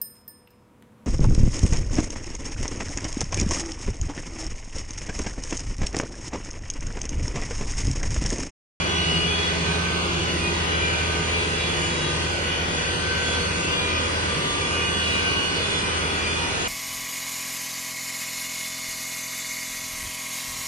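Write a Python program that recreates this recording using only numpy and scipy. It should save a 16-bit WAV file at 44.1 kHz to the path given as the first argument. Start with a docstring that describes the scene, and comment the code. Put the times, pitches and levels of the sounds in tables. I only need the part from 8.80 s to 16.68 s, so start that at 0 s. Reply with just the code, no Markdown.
"""A factory hall, heard by a hand-held phone that drifts along a steel trough and tips into it.
A knocking machine and two fans hum in harmonic series; a variable-speed motor whines at its slot
harmonics and their sidebands. Under them lies the reverberant roar of the hall. Direct and reflected
waves interfere, so every tone swells and fades as the phone moves through the standing waves.
All sources sound from the start, each as a centre (sum) and a side (difference) signal."""
import sys
import numpy as np
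from scipy import signal
from scipy.fft import irfft, next_fast_len
from scipy.io import wavfile
from scipy.ndimage import uniform_filter1d, map_coordinates

SR = 44100
rng = np.random.default_rng(int(sys.argv[2]) if len(sys.argv) > 2 else 0)


def materialize(psi):
    """Save the field psi as 16-bit PCM at rate SR to the path in sys.argv[1].

    A 1-D psi becomes a single channel; in a 2-D psi each row is a channel.
    """
    bounded = np.clip(np.atleast_2d(psi).T, -1, 1)
    quanta = np.round(bounded * 32767).astype(np.int16)
    wavfile.write(sys.argv[1], SR, quanta)


N = 347419
FFT_SIZE, TIME = next_fast_len(N), np.arange(N) / SR
STROKE_HZ, FAN_HZ, BLOWER_HZ = 40.37, 28.8, 26.56  # stroke rate and the two shaft rates
SUPPLY_SHARE = .1387  # supply frequency over slot frequency


def undb(db):
    """Amplitude ratio of a level."""
    return 10 ** (np.asarray(db, float) / 20)


def at_frequency(table, hz):
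    """Columns interpolated on a logarithmic frequency axis."""
    first, *rest = np.transpose(table)
    return [np.interp(np.log(np.maximum(hz, 1)), np.log(first), c) for c in rest]


def in_time(table):
    """Columns interpolated at every sample."""
    first, *rest = np.transpose(table)
    return [np.interp(TIME, first, c) for c in rest]


def complex_noise(*shape):
    """Gaussian amplitudes of unit power and random phase."""
    return (rng.standard_normal(shape) + 1j * rng.standard_normal(shape)) / np.sqrt(2)


def walk(rate, step=32):
    """Low-pass noise: random values held 1 / rate s and smoothed twice."""
    hold = int(SR / rate / step)
    coarse = np.repeat(rng.standard_normal(N // step // hold + 2), hold)
    return np.repeat(uniform_filter1d(uniform_filter1d(coarse, hold), hold), step)[:N]


# Coherence of side with centre: f/Hz, in-phase part, quadrature part
COHERENCE = [(50, -.2, .2), (125, -0.66, .22), (250, -0.29, .2), (600, 0.18, .4), (1100, 0.23, .4),
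             (1600, -0.26, -.2), (2400, 0.095, .12), (4800, -0.095, -.05), (7000, -0.19, .1)]

def coherent_side(centre, independent, hz):
    """Partial coherence: the side is a phase-shifted share of the centre plus an independent part."""
    in_phase, quadrature = at_frequency(COHERENCE, hz)
    share = in_phase + 1j * quadrature
    return share * centre + np.sqrt(np.clip(1 - abs(share) ** 2, 0, 1)) * independent


def multipath(hz, centre_db, side_db, phone_m_per_s=.25):
    """Multipath fading: each direct ray beats with reflections Doppler-shifted by the phone's motion."""
    spectrum = np.zeros((2, FFT_SIZE // 2 + 1), complex)
    offset = np.arange(-80, 81)
    for f, db in zip(hz, np.transpose([centre_db, side_db])):
        spread = np.exp(-abs(offset) * SR / FFT_SIZE / (.06 + .6 * f * phone_m_per_s / 343))
        direct = np.clip(400 / f, .4, 3)  # long waves keep their direct ray
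        rays = complex_noise(2, len(offset)) * spread / np.sqrt(np.sum(spread ** 2))
        rays[:, offset == 0] += direct * np.exp(2j * np.pi * rng.random((2, 1)))
        rays[1] = coherent_side(rays[0], rays[1], f)
        bins = int(round(f * FFT_SIZE / SR)) + offset
        spectrum[:, bins] += undb(db)[:, None] * rays / np.sqrt(1 + direct ** 2)
    return irfft(spectrum, FFT_SIZE) * FFT_SIZE / np.sqrt(2)


def fluttering_tone(cycles, centre_db, side_db, lean=0.):
    """Interference: reflections make a tone flutter, more at high pitch; lean draws it to the right."""
    mean_hz = cycles[-1] * SR / N
    phase = 2 * np.pi * (cycles + rng.random())
    side_phase = np.pi + (1 - lean) * (2 * np.pi * (rng.random() - .5) + 2.87 * walk(1.53))
    faintness = np.clip(undb(-36 - centre_db), .3, 1)  # loud peaks are steadier
    depth = .55 * min((mean_hz / 3000) ** .44, 1.3) * faintness
    shimmer = .9 * (walk(55) + 1j * walk(55))
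    flutter = (1 + depth * (walk(9) + 1j * walk(20) + shimmer)) / np.sqrt(1 + depth ** 2)
    centre = flutter * np.exp(1j * phase)
    side = centre * np.exp(1j * side_phase)
    return np.sqrt(2) * np.array([undb(centre_db) * centre.imag, undb(side_db) * side.imag])


# Standing-wave maxima: peak t/s, f/Hz, width at half amplitude/s, centre level/dB, side level/dB
SWELLS = [(0.1, 3362, 0.25, -44, -47), (0.015, 2394, 0.08, -39, -47), (0.102, 5770, 0.32, -46, -53),
          (0.1, 5319, 0.35, -48, -60), (0.1, 345.6, 0.4, -43, -54), (0.62, 2987, 0.62, -41, -52),
          (0.22, 2953, 0.3, -39, -50), (2.1, 2953, 0.54, -42, -51), (3.0, 2953, 0.2, -38, -50),
          (1.75, 3372, 0.2, -46, -52), (1.75, 3859, 0.22, -44, -55), (2.6, 3859, 0.44, -48, -55),
          (5.0, 3859, 0.23, -49, -55), (4.5, 3926, 0.16, -51, -55), (6.0, 1108, 0.39, -45, -54),
          (7.5, 1108, 0.31, -49, -50), (1.75, 939, 0.27, -44, -52), (7.3, 2642, 0.9, -47, -56),
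          (3.753, 2987, 0.25, -45, -52), (0.75, 163, 0.3, -48, -49), (1.1, 1100, 0.5, -44.5, -50),
          (1.45, 2630, 0.15, -42, -58), (0.196, 2896, 0.1, -29.5, -56), (0.25, 1476, 0.41, -52, -49),
          (0.3, 2394, 0.35, -40, -50), (0.3, 5386, 0.15, -50.5, -58), (0.301, 3860, 0.15, -47, -53),
          (0.3, 4440, 0.27, -46, -55), (0.35, 1529, 0.73, -43, -46), (0.5, 4860, 0.25, -51, -44),
          (0.65, 3860, 0.15, -47, -52), (0.85, 943, 0.24, -48, -48), (0.18, 3927, 0.13, -48, -40),
          (0.25, 4370, 0.23, -44, -43), (0.3, 481, 1.0, -67, -46), (0.336, 2877, 0.23, -26.5, -36),
          (0.37, 162.2, 0.18, -32, -39), (0.41, 4320, 0.1, -48, -40), (0.442, 2890, 0.072, -33, -42),
          (0.48, 2465, 0.25, -36.5, -66), (0.5, 173, 2.5, -35, -50), (0.582, 3361, 0.2, -28.5, -56),
          (0.57, 4370, 0.1, -41, -59), (0.6, 411.7, 1.24, -42, -50), (0.61, 3440, 0.25, -62, -38),
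          (0.68, 4420, 0.23, -44, -53), (0.69, 421, 0.87, -42.5, -47), (0.686, 3380, 0.092, -45, -44),
          (0.84, 3890, 0.086, -43, -37), (0.867, 161, 0.19, -33.5, -47), (0.915, 2460, 0.16, -38, -66),
          (0.92, 3927, 0.13, -47, -40), (1.0, 1522, 0.52, -38, -43), (1.048, 2404, 0.36, -44, -44),
          (1.05, 1220, 0.44, -40.5, -39), (1.35, 2460, 0.15, -49, -60), (1.55, 3420, 0.16, -43, -48),
          (1.38, 161.7, 0.16, -37, -48), (1.472, 2870, 0.15, -37, -47), (1.54, 345.7, 0.68, -36.5, -70),
          (1.647, 2461, 0.1, -32.5, -66), (1.75, 1222, 0.32, -44, -46), (1.85, 412, 0.59, -41, -50),
          (1.848, 1470, 0.23, -50, -46), (1.897, 162, 0.7, -44, -54), (1.901, 3010, 0.42, -51, -52),
          (2.2, 2645, 0.12, -45.5, -58), (2.4, 345.6, 1.1, -44, -54), (2.692, 1525, 0.29, -48.5, -45),
          (3.0, 172.4, 0.9, -40, -56), (1.923, 2900, 0.097, -39, -35), (2.3, 1212, 0.91, -47, -53),
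          (1.96, 3353, 0.072, -34, -54), (2.102, 2392, 0.4, -34, -66), (1.95, 174.4, 1.3, -41, -56),
          (2.294, 1523, 0.3, -34.5, -49), (2.34, 1490, 0.21, -51, -37), (2.4, 935, 0.53, -47, -46),
          (2.37, 161, 0.16, -35.5, -56), (2.5, 426.5, 0.98, -42.5, -52), (2.6, 2395, 0.15, -51, -29),
          (2.66, 1533, 0.36, -54, -34), (3.1, 3372, 0.34, -47, -52), (2.8, 3410, 0.43, -40, -51),
          (3.0, 939, 0.43, -52, -50), (3.05, 4960, 0.22, -48, -52), (2.83, 3850, 0.1, -39, -45),
          (2.9, 2390, 0.27, -43, -66), (2.98, 4350, 0.39, -46, -66), (3.0, 480, 0.8, -58, -66),
          (3.18, 345.4, 0.81, -40, -48), (3.21, 3840, 0.25, -48, -65), (3.277, 151, 0.19, -35.5, -53),
          (3.348, 1530, 0.27, -38, -44), (3.3, 1214, 0.26, -42, -50), (3.7, 1493, 0.5, -41.5, -39),
          (4.0, 2399, 0.22, -45.5, -60), (3.55, 160.7, 0.25, -40, -51), (3.596, 2940, 0.4, -61, -56),
          (4.1, 172.4, 0.69, -42.5, -50), (4.1, 348, 0.64, -50, -51), (4.75, 172.8, 0.3, -39, -51),
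          (4.853, 2670, 0.24, -40, -55), (5.15, 1528, 0.85, -45.5, -39), (6.103, 171.2, 0.3, -43, -54),
          (6.452, 1133, 0.53, -44, -47), (6.7, 2980, 0.52, -43.5, -58), (6.998, 162.5, 0.25, -38, -52),
          (7.15, 1104, 0.22, -48, -50), (7.15, 2985, 0.12, -38, -52), (7.15, 2670, 0.2, -48, -57),
          (7.25, 174, 0.25, -43, -54), (4.097, 4413, 0.24, -48, -57.5), (4.251, 1200, 0.12, -43, -46),
          (4.256, 2870, 0.57, -47, -48), (4.546, 5420, 0.37, -47.5, -54), (4.545, 4310, 0.23, -47, -55),
          (4.65, 2440, 0.24, -46, -53), (4.75, 1176, 0.39, -45, -47), (4.75, 3410, 0.71, -46, -48),
          (5.0, 4832, 0.24, -44.5, -55), (5.199, 5310, 0.4, -51, -60), (5.201, 4940, 0.4, -59, -47),
          (5.3, 3376, 0.21, -45, -50), (5.45, 4840, 0.25, -52, -58), (5.55, 2510, 0.22, -53, -55),
          (5.6, 4460, 0.14, -49, -55), (4.5, 1535, 0.79, -36.5, -37), (4.513, 3396, 0.14, -34.5, -42),
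          (4.69, 4410, 0.24, -45, -48), (4.8, 161, 0.35, -44, -59), (4.92, 2886, 0.092, -45, -37),
          (5.0, 485, 5.3, -44, -50), (5.01, 3372, 0.1, -56, -35), (5.017, 2405, 0.29, -38, -44),
          (5.052, 1013, 0.56, -44, -43), (5.13, 2450, 0.1, -42, -51), (5.2, 1213, 0.34, -44, -38),
          (5.58, 3460, 0.63, -53, -41), (5.605, 151.5, 0.16, -38, -58), (5.893, 943, 0.64, -45, -46),
          (5.75, 1182, 0.57, -38.5, -40), (5.85, 1218, 0.25, -45, -50), (6.35, 1183, 0.68, -43, -46),
          (6.6, 4444, 0.71, -45.5, -55), (6.65, 4900, 0.2, -51, -60), (6.903, 3470, 0.27, -42, -54),
          (6.9, 4900, 0.7, -52, -56), (6.947, 3950, 0.25, -47, -50), (7.053, 2400, 0.25, -42, -55),
          (7.103, 3420, 0.16, -39, -47), (7.2, 950, 0.45, -52, -55), (7.25, 4460, 0.4, -52, -55),
          (7.4, 4840, 0.4, -51, -49), (7.45, 3460, 0.21, -51, -48), (7.555, 3439, 0.22, -39, -50),
          (6.04, 2466, 0.25, -35.5, -51), (6.1, 2890, 0.3, -32, -43), (6.36, 2890, 0.25, -36, -43),
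          (6.2, 3380, 0.22, -35, -36), (6.4, 2390, 0.4, -53, -34), (6.37, 3853, 0.31, -45.5, -53),
          (6.5, 1009, 0.25, -46, -47), (6.6, 1524, 1.24, -40.5, -67), (6.63, 2884, 0.38, -36, -35),
          (6.7, 2480, 0.7, -43, -43), (6.94, 4350, 0.18, -50, -42), (7.08, 3950, 0.55, -60, -46),
          (7.167, 2870, 0.11, -47, -41), (7.35, 3365, 0.21, -36.5, -50), (7.43, 2404, 0.14, -36.5, -66),
          (7.3, 1216, 0.59, -48.5, -40), (7.57, 2474, 0.18, -37, -66), (7.67, 940, 0.26, -39, -45)]

def standing_wave(cycles, hz, rest_db, lean=0., wander_db=5, step=32):
    """Addition of powers: a strong tone's wandering level plus the swells nearest to it in pitch."""
    slot_hz = in_time(SLOT_RATE)[0].mean()
    whine_hz = [slot_hz * (k + band * SUPPLY_SHARE) for k, band, *_ in STRONG_WHINES]
    strong_hz = np.array([row[0] for row in STRONG_HUMS] + whine_hz)
    wander_rate = 1.485 + 1.5 * hz / 1000
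    wander = wander_db * np.array([walk(wander_rate), walk(wander_rate)])[:, ::step]
    power = undb(np.reshape(rest_db, (2, 1)) + wander) ** 2
    for peak, swell_hz, width, *db in SWELLS:
        if abs(swell_hz - hz) <= np.min(abs(swell_hz - strong_hz)) + 1e-6:
            bell = .5 ** (abs(2 * (TIME[::step] - peak) / width) ** 2.8)  # flattened top
            power = power + (undb(db)[:, None] * bell) ** 2
    levels_db = np.repeat(10 * np.log10(power), step, axis=1)[:, :N]
    return fluttering_tone(cycles, *levels_db, lean=lean)


# Line spectrum of the strokes: harmonic number, centre level/dB, side level/dB
STROKE_LINES = [(1, -52, -76), (3, -51, -61), (5, -43, -49), (6, -53, -54), (7, -52, -59), (8, -50, -60),
                (9, -50, -52), (10, -53, -54), (11, -55, -57), (14, -50, -55), (15, -55, -62),
                (16, -56, -58), (18, -55, -57), (20, -55, -54), (24, -56, -54), (32, -56, -50),
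                (35, -60, -53), (36, -57, -48), (37, -53, -49), (40, -63, -48), (41, -60, -53),
                (42, -61, -55), (44, -58, -53), (46, -61, -54), (66, -55, -62), (70, -52, -57),
                (71, -57, -56), (72, -55, -54), (73, -57, -56), (74, -58, -56), (75, -56, -54),
                (76, -54, -53), (78, -55, -55), (80, -63, -54)]

def knocking_machine():
    """Fourier series: periodic strokes radiate at whole multiples of their rate."""
    harmonic, *levels_db = np.transpose(STROKE_LINES)
    return multipath(harmonic * STROKE_HZ, *levels_db)


# Line spectra of the two fans: harmonic number, centre level/dB, side level/dB
FAN_LINES = [(1, -61, -89), (2, -46, -74), (3, -53, -71), (18, -53, -52), (20, -60, -56)]
BLOWER_LINES = [(2, -56, -87), (4, -51, -66), (8, -54, -65), (11, -54, -64), (15, -48, -54), (17, -54, -61),
                (18, -50, -53), (19, -53, -55), (20, -62, -56), (36, -61, -59)]

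def fans():
    """Rotational noise: each fan radiates harmonics of its constant shaft rate."""
    out = 0
    for shaft_hz, lines in ((FAN_HZ, FAN_LINES), (BLOWER_HZ, BLOWER_LINES)):
        harmonic, *levels_db = np.transpose(lines)
        out = out + multipath(harmonic * shaft_hz, *levels_db)
    return out


# Single tones: f/Hz, centre level/dB, side level/dB
LONE_TONES = [(91.3, -48, -74), (99, -46, -73), (640.5, -57, -58), (1039, -58, -56)]

def other_machines():
    """Steady vibration: other machines each radiate a tone that fades by interference."""
    return multipath(*np.transpose(LONE_TONES))


# Spectral envelope of the remaining stroke harmonics: f/Hz, level/dB
STROKE_ENVELOPE = [(40, -75), (300, -73), (1500, -71.5), (3000, -51.5), (4500, -113), (7000, -63.5)]

def stroke_overtones():
    """Harmonic series: the remaining lines scatter about an envelope, as wide in stereo as the roar."""
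    taken = [2, 4, 12, 25, 38] + [row[0] for row in STROKE_LINES]
    hz = STROKE_HZ * np.setdiff1d(np.arange(1, 170), taken)
    centre_db = at_frequency(STROKE_ENVELOPE, hz)[0] + 7.4 * rng.standard_normal(len(hz))
    width_db = at_frequency(ROAR_SIDE, hz)[0] - at_frequency(ROAR_CENTRE, hz)[0]
    return multipath(hz, centre_db, centre_db + width_db)


# Shielding as the phone tips into the trough: t/s, bass gain/dB, treble gain/dB
SHIELDING = [(0, -0.5, -5), (1, -1, -5), (2, -1, -6), (3, -1.5, -4.5), (4, -2, -4.5), (5, -0.5, -4),
             (6, -2, -3.5), (7, -1.5, -3), (7.9, -2.5, -3.5)]

def trough_shadow(tones):
    """Acoustic shadow: the trough weakens the lower harmonics."""
    bass = signal.sosfilt(signal.butter(2, 450, fs=SR, output="sos"), tones)
    return tones + bass * (undb(in_time(SHIELDING)[0]) - 1)


# Strength of the deep hum: t/s, centre level/dB
DEEP_HUM_LEVEL = [(0.0, -32), (0.02, -33), (2.54, -32), (3.24, -36.5), (3.29, -32), (3.9, -37),
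                  (4.73, -33.5), (4.8, -46), (4.89, -36), (5.0, -42), (5.08, -34), (5.54, -34.5),
                  (5.61, -45), (6.07, -33), (6.58, -37), (6.62, -44.5), (7.21, -34), (7.87, -40)]

def deep_hum():
    """Second harmonic of the strokes: a strong hum whose level dips briefly."""
    level_db, = in_time(DEEP_HUM_LEVEL)
    return fluttering_tone(2 * STROKE_HZ * TIME, level_db, level_db - 32, lean=.61)


# Strong hums between swells: f/Hz, centre level/dB, side level/dB
STRONG_HUMS = [(150.7, -50, -64), (4 * STROKE_HZ, -46, -52), (6 * FAN_HZ, -48, -54),
               (12 * FAN_HZ, -52, -54), (414.4, -55, -54), (16 * BLOWER_HZ, -52, -58),
               (12 * STROKE_HZ, -54, -49), (25 * STROKE_HZ, -60, -58), (38 * STROKE_HZ, -53, -41)]

def strong_hums():
    """Standing waves: machine tones of constant pitch swell; the low ones lie nearer the right port."""
    return sum(standing_wave(hz * TIME, hz, rest_db, lean=.52 * (hz < 450))
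               for hz, *rest_db in STRONG_HUMS)


# Slot-passing frequency of the motor: t/s, f/Hz
SLOT_RATE = [(0, 242.64), (.55, 242.68), (1.25, 243.53), (1.5, 243.51), (1.85, 243.02), (2.5, 242.9),
             (3, 242.92), (3.9, 243.35), (4.25, 243.42), (4.8, 243.76), (7.9, 243.8)]
# Motor lines, the strong ones between swells: slot harmonic, sideband, centre level/dB, side level/dB
WHINES = [(2, -1, -54, -59), (2, 1, -52, -54), (3, 0, -53, -54), (4, 0, -55, -53), (4, 1, -51, -50),
          (5, 1, -58, -56), (6, -1, -52, -47), (7, 0, -66, -57), (8, -1, -53, -54), (8, 1, -52, -47),
          (11, -2, -56, -60), (14, 2, -61, -57), (18, 2, -58, -60), (20, -2, -58, -60), (19, -3, -58, -60),
          (19, -2, -59, -60), (19, -1, -60, -60), (20, 2, -62, -60), (22, -2, -63, -62), (25, -1, -63, -63),
          (25, 0, -63, -63), (25, 1, -63, -63), (22, 2, -61, -62), (24, -1, -61, -60), (24, 1, -62, -63),
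          (26, -2, -66, -64), (26, -1, -67, -63)]
STRONG_WHINES = [(4, -1, -54, -53), (4, 4, -57, -51), (5, -1, -61, -57), (5, 0, -55, -52), (6, 1, -58, -48),
                 (10, -1, -50, -52), (10, 1, -50, -58), (11, -1, -54, -63), (12, -1, -48, -52),
                 (12, 1, -54, -52), (12, 2, -54, -54), (14, -1, -50, -52), (14, 1, -56, -50),
                 (16, -1, -58, -57), (16, 1, -58, -55), (18, -1, -57, -57), (18, 1, -57, -56),
                 (20, -1, -58, -59), (20, 1, -61, -57), (22, -1, -65, -63), (22, 1, -63, -63),
                 (24, -2, -65, -61)]
# Spectral envelope of the faint sidebands: f/Hz, level/dB
SIDEBAND_ENVELOPE = [(500, -71), (2500, -70.5), (4500, -68.5), (7000, -96)]

def motor():
    """Modulation: the supply splits the slot harmonics into sidebands; all glide with the speed."""
    slot_hz, = in_time(SLOT_RATE)
    mean_hz, cycles = slot_hz.mean(), np.cumsum(slot_hz) / SR
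    harmonic, band, *levels_db = np.transpose(WHINES)
    steady = multipath(mean_hz * (harmonic + band * SUPPLY_SHARE), *levels_db)
    faint_hz = mean_hz * (np.arange(3, 28)[:, None] + np.arange(-3, 4) * SUPPLY_SHARE).ravel()
    faint_db = at_frequency(SIDEBAND_ENVELOPE, faint_hz)[0] + 3.8 * rng.standard_normal(len(faint_hz))
    steady += multipath(faint_hz, faint_db, faint_db)
    warped_time = cycles * SR / mean_hz  # bends every line together
    out = np.array([map_coordinates(x, [warped_time], order=3, mode="grid-wrap") for x in steady])
    for harmonic, band, *rest_db in STRONG_WHINES:
        multiple = harmonic + band * SUPPLY_SHARE
        out += standing_wave(cycles * multiple, mean_hz * multiple, rest_db)
    return out


# Noise spectra of the hall; the ports oppose near 7 kHz, agree near 9 kHz: f/Hz, spectrum level/dB
ROAR_CENTRE = [(25, -74), (50, -64), (68, -61), (95, -55), (135, -61.5), (160, -56.5), (230, -60.5),
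               (350, -59), (800, -67), (1100, -67.5), (1700, -68), (2300, -64), (3400, -66.5), (3650, -74),
               (4600, -70), (6800, -78), (6910, -80), (6990, -108), (7060, -99.5), (7500, -101),
               (7700, -79.5), (8200, -74), (9000, -72), (10200, -78.5), (10900, -103)]
ROAR_SIDE = [(25, -91), (110, -68.5), (350, -63), (800, -67), (1700, -63.5), (2200, -67), (3400, -67),
             (3650, -68.5), (5500, -73), (8200, -72.5), (8500, -99), (8900, -135), (9600, -135),
             (9800, -100), (10400, -100), (10900, -72.5)]

def hall_roar():
    """Reverberant field: noise in bands that flicker independently, humped at even slot harmonics."""
    hz = np.arange(FFT_SIZE // 2 + 1) * SR / FFT_SIZE
    hump_db = np.interp(hz, [500, 2500, 4700, 5300, 7500], [0, 2, 2, 3.6, 0])
    ripple_db = hump_db * np.cos(np.pi * hz / np.array(SLOT_RATE)[:, 1].mean())
    density_db = np.array([at_frequency(table, hz)[0] for table in (ROAR_CENTRE, ROAR_SIDE)])
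    gain = undb(density_db + ripple_db) * np.sqrt(FFT_SIZE * SR / 2)
    centre, independent = complex_noise(2, len(hz))
    spectrum = gain * np.array([centre, coherent_side(centre, independent, hz)])
    bass_db, treble_db = in_time(SHIELDING)
    band_number = 46 * np.log2(1 + hz / 12000) + 1.6 * np.log2(1 + hz / 60)
    out = 0
    for k in range(57):
        band = irfft(spectrum * np.clip(1 - abs(band_number - k), 0, 1), FFT_SIZE)[:, :N]
        band_hz = hz[np.searchsorted(band_number, k)]
        bass, treble = np.interp(band_hz, [250, 700], [1, 0]), np.interp(band_hz, [3500, 8000], [0, 1])
        depth_db = np.interp(band_hz, [300, 1500, 4000, 9000], [1.6, 10.3, 13, 16])
        dips_db = depth_db * np.maximum([walk(9), walk(9)], 0) ** 2
        out = out + band * undb(bass * bass_db + treble * treble_db - dips_db)
    return out


def scene():
    """Superposition: the sources add; centre plus and minus side give the left and right ports."""
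    tones = knocking_machine() + fans() + other_machines() + stroke_overtones()
    centre, side = trough_shadow(tones[:, :N]) + deep_hum() + strong_hums() + motor() + hall_roar()
    return np.array([centre + side, centre - side])


def record(dry, cutoff_hz=10900):
    """Band limiting: the phone cuts the top of the spectrum."""
    return signal.sosfilt(signal.ellip(10, .2, 80, cutoff_hz, fs=SR, output="sos"), dry)


dry = scene()
out = record(dry)
materialize(out)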